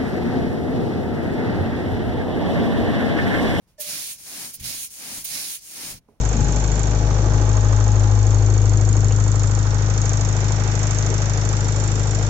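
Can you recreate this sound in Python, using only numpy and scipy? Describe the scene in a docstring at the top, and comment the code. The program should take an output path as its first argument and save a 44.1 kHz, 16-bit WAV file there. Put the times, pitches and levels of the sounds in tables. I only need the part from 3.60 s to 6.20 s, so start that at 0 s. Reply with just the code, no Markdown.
"""A hand roller is pushed and pulled back three times over a slab of tacky ink in a print workshop.
Ink threads snap behind it: bright hiss when it creeps, fuller tearing and slab rumble when it runs fast.
Short rips mark the roller coming unstuck; its frame rings once, and it bumps the slab on the second push.
A faint gouge scrape precedes the rolling, a dull knock at the press follows, over quiet room noise."""
import sys
import numpy as np
from scipy import signal
from scipy.io import wavfile
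from scipy.ndimage import uniform_filter1d

SR = 44100
rng = np.random.default_rng(int(sys.argv[2]) if len(sys.argv) > 2 else 0)


def dump_mix(stems):
    """Bounce the given channels to the path in sys.argv[1] as a 16-bit WAV at rate SR."""
    frames = np.atleast_2d(stems).T  # one column per channel
    limited = np.clip(frames, -1, 1)  # hard clip at full scale
    pcm = np.round(limited * 32767).astype(np.int16)
    wavfile.write(sys.argv[1], SR, pcm)


N = 114660
TIME = np.arange(N) / SR

# roller strokes, one list each: (time [s], speed as tearing level [dB], treble sizzle level [dB])
PUSHES = [
    [(0.195, -48, -49), (0.211, -58, -35.5), (0.249, -53, -37), (0.30, -44.5, -33.5), (0.385, -45.5, -34.5),
     (0.46, -52.5, -35), (0.522, -58, -35), (0.543, -73, -40), (0.57, -63, -50)],
    [(0.992, -60, -48), (1.0, -59, -39.5), (1.018, -58, -45), (1.05, -47.5, -33), (1.125, -45.5, -35),
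     (1.17, -50.5, -35.5), (1.25, -61.5, -34), (1.275, -75, -41.5), (1.295, -71, -58)],
    [(1.64, -63, -40), (1.654, -57.5, -35), (1.68, -53.5, -35.5), (1.745, -43.5, -33), (1.838, -46, -34.5),
     (1.956, -56.5, -34.5), (1.98, -72, -43.5), (2.0, -77, -49)],
]
PULLS = [
    [(0.56, -71, -45), (0.64, -60.5, -44.5), (0.67, -54, -40.5), (0.74, -48.5, -39), (0.85, -48, -37),
     (0.905, -57.5, -41), (0.93, -64, -48), (0.935, -66, -42)],
    [(1.28, -68, -53), (1.305, -70, -43), (1.42, -50, -40), (1.50, -47, -38.5), (1.582, -50.5, -36),
     (1.625, -59, -40.5), (1.64, -59, -49)],
    [(1.99, -80, -53), (2.05, -68, -44), (2.16, -50.5, -40), (2.24, -46.5, -37.5), (2.317, -49, -37.5),
     (2.36, -58.5, -48.5), (2.385, -60, -54), (2.396, -80.5, -68)],
]


def from_db(db):
    """Decibels to gain."""
    return 10 ** (np.asarray(db) / 20)


def at_hz(points, hz):
    """Table lookup on a log-frequency axis."""
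    f, value = np.transpose(points)
    return np.interp(np.log(hz), np.log(f), value)


def panned(left_db):
    """Channel gains, left over right by left_db."""
    return from_db(np.array([[.5], [-.5]]) * left_db)


def swell(peak_s, rise_s, fall_s):
    """Bell envelope with separate rise and fall."""
    return np.exp(-.5 * ((TIME - peak_s) / np.where(TIME < peak_s, rise_s, fall_s)) ** 2)


def swells(events):
    """Sum of bell envelopes, each at its own level."""
    return sum(from_db(db) * swell(peak_s, rise_s, fall_s) for peak_s, rise_s, fall_s, db in events)


def hiss(spectrum, speed_db=0, sizzle_db=0, snap_db=-60):
    """Stereo noise and snaps; low bands follow speed, high bands sizzle; rms near 1 with both at 0 dB."""
    # band response to speed and to sizzle: (frequency [Hz], slope [dB/dB])
    speed_slope = [(60, 1.5), (250, 0.7), (1000, 1.0), (2300, 0.91), (3600, 1.7), (5000, 0.7), (7000, 0.01),
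                   (10000, 0), (15000, 0)]
    sizzle_slope = [(2000, 0.36), (4000, -0.25), (6000, 1.1), (9000, 1.5), (15000, 1.05)]
    # left-right likeness: (frequency [Hz], correlation [1])
    likeness = [(30, 0.22), (70, 0.8), (200, 0.91), (500, 0.73), (1200, 0.56), (2400, 0.21), (4000, 0.13),
                (16000, .02)]
    snaps_per_s, spread_db = 1200, 6.5
    sizes = from_db(spread_db * np.minimum(rng.exponential(1, N), 4)) * rng.choice([-1, 1], N)
    snaps = sizes * (rng.random(N) < snaps_per_s / SR)
    snaps = from_db(snap_db) * snaps / snaps.std() * rng.standard_normal((2, N))
    white = rng.standard_normal((2, 2, N)) + snaps
    edges_hz = 17000 / 2 ** np.arange(9.5, -.1, -.5)   # half octaves
    out, power = 0, 0
    for k, (low, high) in enumerate(zip(edges_hz, edges_hz[1:])):
        hz = np.sqrt(low * high)
        bandpass = signal.butter(2, [low, high], "band", fs=SR, output="sos")
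        mid, side = signal.sosfilt(bandpass, white[k % 2])
        alike = at_hz(likeness, hz)
        band = np.sqrt(1 + alike) * mid + np.sqrt(1 - alike) * side * [[1], [-1]]
        gain = from_db(at_hz(spectrum, hz))
        drive_db = at_hz(speed_slope, hz) * speed_db + at_hz(sizzle_slope, hz) * sizzle_db
        out = out + gain * from_db(drive_db) * band
        power += gain ** 2 * np.mean(band ** 2)
    return out / np.sqrt(power)


def moving_band(hz, width_hz):
    """Noise band around a moving pitch; rms 1."""
    lowpass = signal.butter(2, width_hz / 2, fs=SR, output="sos")
    a, b = signal.sosfilt(lowpass, rng.standard_normal((2, N)))
    phase = 2 * np.pi * np.cumsum(hz) / SR
    return (a * np.cos(phase) + b * np.sin(phase)) / a.std()


def ring(modes, start_s, contact_s, sag=0, sag_s=1):
    """Modes build over the contact time and decay; pitch sinks by the fraction sag."""
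    age = np.maximum(TIME - start_s, 0)
    slowed = age - sag * (age - sag_s * (1 - np.exp(-age / sag_s)))
    ringing = sum(from_db(db - 60 * age / t60) * np.sin(2 * np.pi * hz * slowed) for hz, db, t60 in modes)
    return np.minimum(age / contact_s, 1) * ringing


def tone(x, peaks):
    """Chain of peak and dip filters."""
    for hz, width_hz, db in peaks:
        a = np.tan(np.pi * width_hz / SR)
        g = from_db(db / 2)
        c = -2 * np.cos(2 * np.pi * hz / SR)
        x = signal.lfilter([1 + a * g, c, 1 - a * g], [1 + a / g, c, 1 - a / g], x)
    return x


def early_echoes(x):
    """Adds twelve treble echoes per channel from bench and walls."""
    bright = signal.sosfilt(signal.butter(2, 2060, "high", fs=SR, output="sos"), x)
    delays_s = rng.uniform(.001, .012, size=(2, 12))
    out = x.copy()
    for side, lags in enumerate((delays_s * SR).astype(int) + 1):
        for lag in lags:
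            out[side, lag:] += from_db(-9) / np.sqrt(len(lags)) * bright[side, :-lag]
    return out


def room():
    """Steady low room noise."""
    # room spectrum: (frequency [Hz], relative density [dB])
    spectrum = [(15, -32), (25, -3.5), (72, -7.5), (161, -9), (301, -20.5), (363, -21.5), (607, -24.5),
                (3000, -37), (11000, -45), (16000, -42.5)]
    return from_db(-63) * hiss(spectrum)


def gouge():
    """A gouge scrapes wood."""
    # scrapes: (peak time [s], rise [s], fall [s], level [dB])
    scrapes = [(0.03, 0.013, 0.019, -69.5), (0.088, 0.011, 0.038, -63)]
    # scrape spectrum: (frequency [Hz], relative density [dB])
    spectrum = [(100, 0), (400, 3), (1500, -7), (5000, -5.5), (10000, -9.5), (16000, -5)]
    return swells(scrapes) * hiss(spectrum, snap_db=-3.5)


def press_knock():
    """A knock rings the press and echoes in the hall."""
    # press modes: (frequency [Hz], level [dB], t60 [s])
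    modes = [(223, -60, 0.39), (264, -50, 0.072), (406, -49, 0.1), (645, -63.5, 0.3), (840, -48.5, 0.025),
             (966, -51.5, 0.042)]
    # echo spectrum: (frequency [Hz], relative density [dB])
    tail = [(100, -8.5), (350, 2), (900, -9), (1500, -21.5), (6000, -28.5), (16000, -28.5)]
    knock_s = 2.487
    echo = from_db(-62) * swell(knock_s, rise_s=0.0048, fall_s=.06) * hiss(tail)
    return (ring(modes, knock_s, contact_s=0.0013) + echo) * panned(left_db=-4.5)


def bench():
    """The bench thumps as the roller bumps the slab and shudders as it rolls."""
    # bench modes: (frequency [Hz], relative level [dB], t60 [s])
    modes = [(64.4, 0, 0.14), (87.4, -2, 0.077), (123.8, -9, 0.27), (187, -9.5, 0.2)]
    # bumps: (time [s], level [dB])
    bumps = [(0.994, -46), (1.010, -34.5), (1.034, -36)]
    # shudders: (peak time [s], rise [s], fall [s], level [dB])
    shudders = [(1.04, 0.042, 0.12, -48.5), (1.25, 0.023, 0.0089, -59.5), (1.52, 0.016, 0.15, -56),
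                (2.35, 0.045, 0.027, -46.5)]
    # shudder spectrum: (frequency [Hz], relative density [dB])
    spectrum = [(25, 7.5), (60, -5.5), (150, -3), (300, -14), (600, -26.5), (3000, -65)]
    thumps = sum(from_db(db) * ring(modes, start_s, contact_s=0.0034) for start_s, db in bumps)
    return (thumps + swells(shudders) * hiss(spectrum)) * panned(left_db=4.5)


def roller_frame():
    """The frame rings as rolling begins, flattening as the hand bears down."""
    # frame modes: (frequency [Hz], level [dB], t60 [s])
    modes = [(481, -53, 0.34), (601.3, -42, 0.77), (611, -39.5, 0.3), (920, -52, 0.07),
             (1775, -42.5, 0.075)]
    return ring(modes, start_s=0.181, contact_s=0.016, sag=0.0141, sag_s=0.08) * panned(left_db=-5.5)


def resting_tack():
    """Threads part quietly while the roller lies in the ink, also at the turns."""
    # sizzle spectrum: (frequency [Hz], relative density [dB])
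    spectrum = [(100, -11.5), (500, -11), (1200, -12), (3500, -1.5), (5600, 7.5), (9000, -3),
                (16000, -10.5)]
    start_s, end_s = 0.1827, 2.385
    in_ink = uniform_filter1d(1.0 * ((TIME > start_s) & (TIME < end_s)), size=600)
    return from_db(-50) * in_ink * hiss(spectrum, snap_db=-4.5)


def rips():
    """Standing ink lets go of the roller in bright bursts."""
    # bursts: (peak time [s], rise [s], fall [s], level [dB])
    bursts = [(0.210, 0.0085, 0.013, -28), (0.943, 0.0065, 0.013, -32.5), (1.650, 0.0066, 0.0077, -27.5)]
    # rip spectrum: (frequency [Hz], relative density [dB])
    spectrum = [(300, -21), (1500, -20.5), (3000, -11.5), (6000, -6.5), (9000, -4.5), (12000, 0),
                (16000, 4.5)]
    return swells(bursts) * hiss(spectrum, snap_db=-10.5) * panned(left_db=-2.5)


def slab_rumble(speed_db):
    """The slab drums: louder with speed, higher as the roller moves away."""
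    near_turns = [(push[0][0], 0) for push in PUSHES] + [(PULLS[-1][-1][0], 0)]
    far_turns = [(pull[0][0], 1) for pull in PULLS]
    distance = np.interp(TIME, *np.transpose(sorted(near_turns + far_turns)))
    near_hz, far_hz = 135.5, 439.8
    return from_db(1.19 * speed_db) * moving_band(near_hz * (far_hz / near_hz) ** distance, width_hz=171)


def ink_threads(speed_db, sizzle_db):
    """Main pitch band of the snapping threads; rises with speed."""
    full_speed_hz, octaves_per_db = 4624, 0.0257
    hz = full_speed_hz * 2 ** (octaves_per_db * np.maximum(speed_db, -18))
    bands = np.array([moving_band(hz, width_hz=2020) for side in range(2)])
    return from_db(sizzle_db + 0.34 * speed_db) * bands


def rolling(strokes, ink, hiss_db, snap_db, thread_db, rumble_db, growth_db, attack_s, release_s, pan_db):
    """Strokes in one direction: ink tears and drifts sideways; rumble gain rises growth_db per stroke."""
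    time_s, tearing_db, treble_db = np.concatenate(strokes).T
    full_speed_db, full_sizzle_db = -45, -36
    speed_db = np.interp(TIME, time_s, tearing_db) - full_speed_db
    sizzle_db = np.interp(TIME, time_s, treble_db) - full_sizzle_db
    ink_gain, rumble_gain = 0, 0
    for stroke in strokes:
        start_s, end_s = stroke[0][0], stroke[-1][0]
        gate = np.clip((TIME - start_s) / attack_s, 0, 1) * np.clip((end_s - TIME) / release_s, 0, 1)
        ink_gain += gate * panned(np.interp(TIME, [start_s, end_s], pan_db))
        rumble_gain += gate * from_db(rumble_db + growth_db * np.interp(TIME, [start_s, end_s], [-.5, .5]))
    tearing = from_db(hiss_db) * hiss(ink, speed_db, sizzle_db, snap_db)
    threads = from_db(thread_db) * ink_threads(speed_db, sizzle_db)
    return ink_gain * (tearing + threads) + rumble_gain * slab_rumble(speed_db) * panned(left_db=4)


def roller():
    """Pushes and pulls through the ink, coloured by the bench."""
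    # ink hiss at full speed: (frequency [Hz], relative density [dB])
    push_ink = [(40, -13), (120, -10), (250, -11.5), (420, -16.5), (650, -7.5), (1100, -14.5), (2300, -2),
                (5000, -7), (8000, -1), (12000, -5.5), (16000, -2)]
    pull_ink = [(40, -14), (120, -32), (250, -0.5), (420, -7.5), (650, -3.5), (1100, -7), (2300, -2.5),
                (5000, -2), (8000, -1), (12000, -3.5), (16000, -3.5)]
    # bench resonances: (frequency [Hz], width [Hz], gain [dB])
    bench_tone = [(129.7, 23, 3), (225, 77, -0.5), (299, 17, 5.5), (381, 85, -2), (3460, 1500, -1.5)]
    push = rolling(PUSHES, push_ink, hiss_db=-33, snap_db=-7, thread_db=-38.5, rumble_db=-54.5,
                   growth_db=0.5, attack_s=0.0088, release_s=0.0063, pan_db=(-3.5, -0.5))
    pull = rolling(PULLS, pull_ink, hiss_db=-31.5, snap_db=-8.5, thread_db=-41.5, rumble_db=-50.5,
                   growth_db=17, attack_s=0.033, release_s=0.0029, pan_db=(1.5, 0.5))
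    return tone(push + pull, bench_tone)


def scene():
    """Roller and ink with early echoes, plus the small workshop sounds."""
    inking = early_echoes(roller() + rips() + resting_tack())
    return inking + roller_frame() + bench() + gouge() + press_knock() + room()


def record(dry):
    """Two microphones, each with its own treble colour; right one delayed, top cut."""
    # microphone peaks and dips: (frequency [Hz], width [Hz], gain [dB])
    left_tone = [(4100, 1100, 0.5), (8090, 480, -5), (8970, 1100, 9.5), (14600, 2800, -5.5)]
    right_tone = [(2350, 820, 3.5), (5650, 1070, 5), (6730, 510, 5), (7660, 890, -7), (10590, 810, 6.5),
                  (14060, 830, -4)]
    right_lag_s, cutoff_hz = 0.00008, 15900
    right = np.interp(np.arange(N) - np.round(right_lag_s * SR), np.arange(N), dry[1])
    coloured = np.array([tone(dry[0], left_tone), tone(right, right_tone)])
    return signal.sosfilt(signal.ellip(12, .2, 80, cutoff_hz, fs=SR, output="sos"), coloured)


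dry = scene()
out = record(dry)
dump_mix(out)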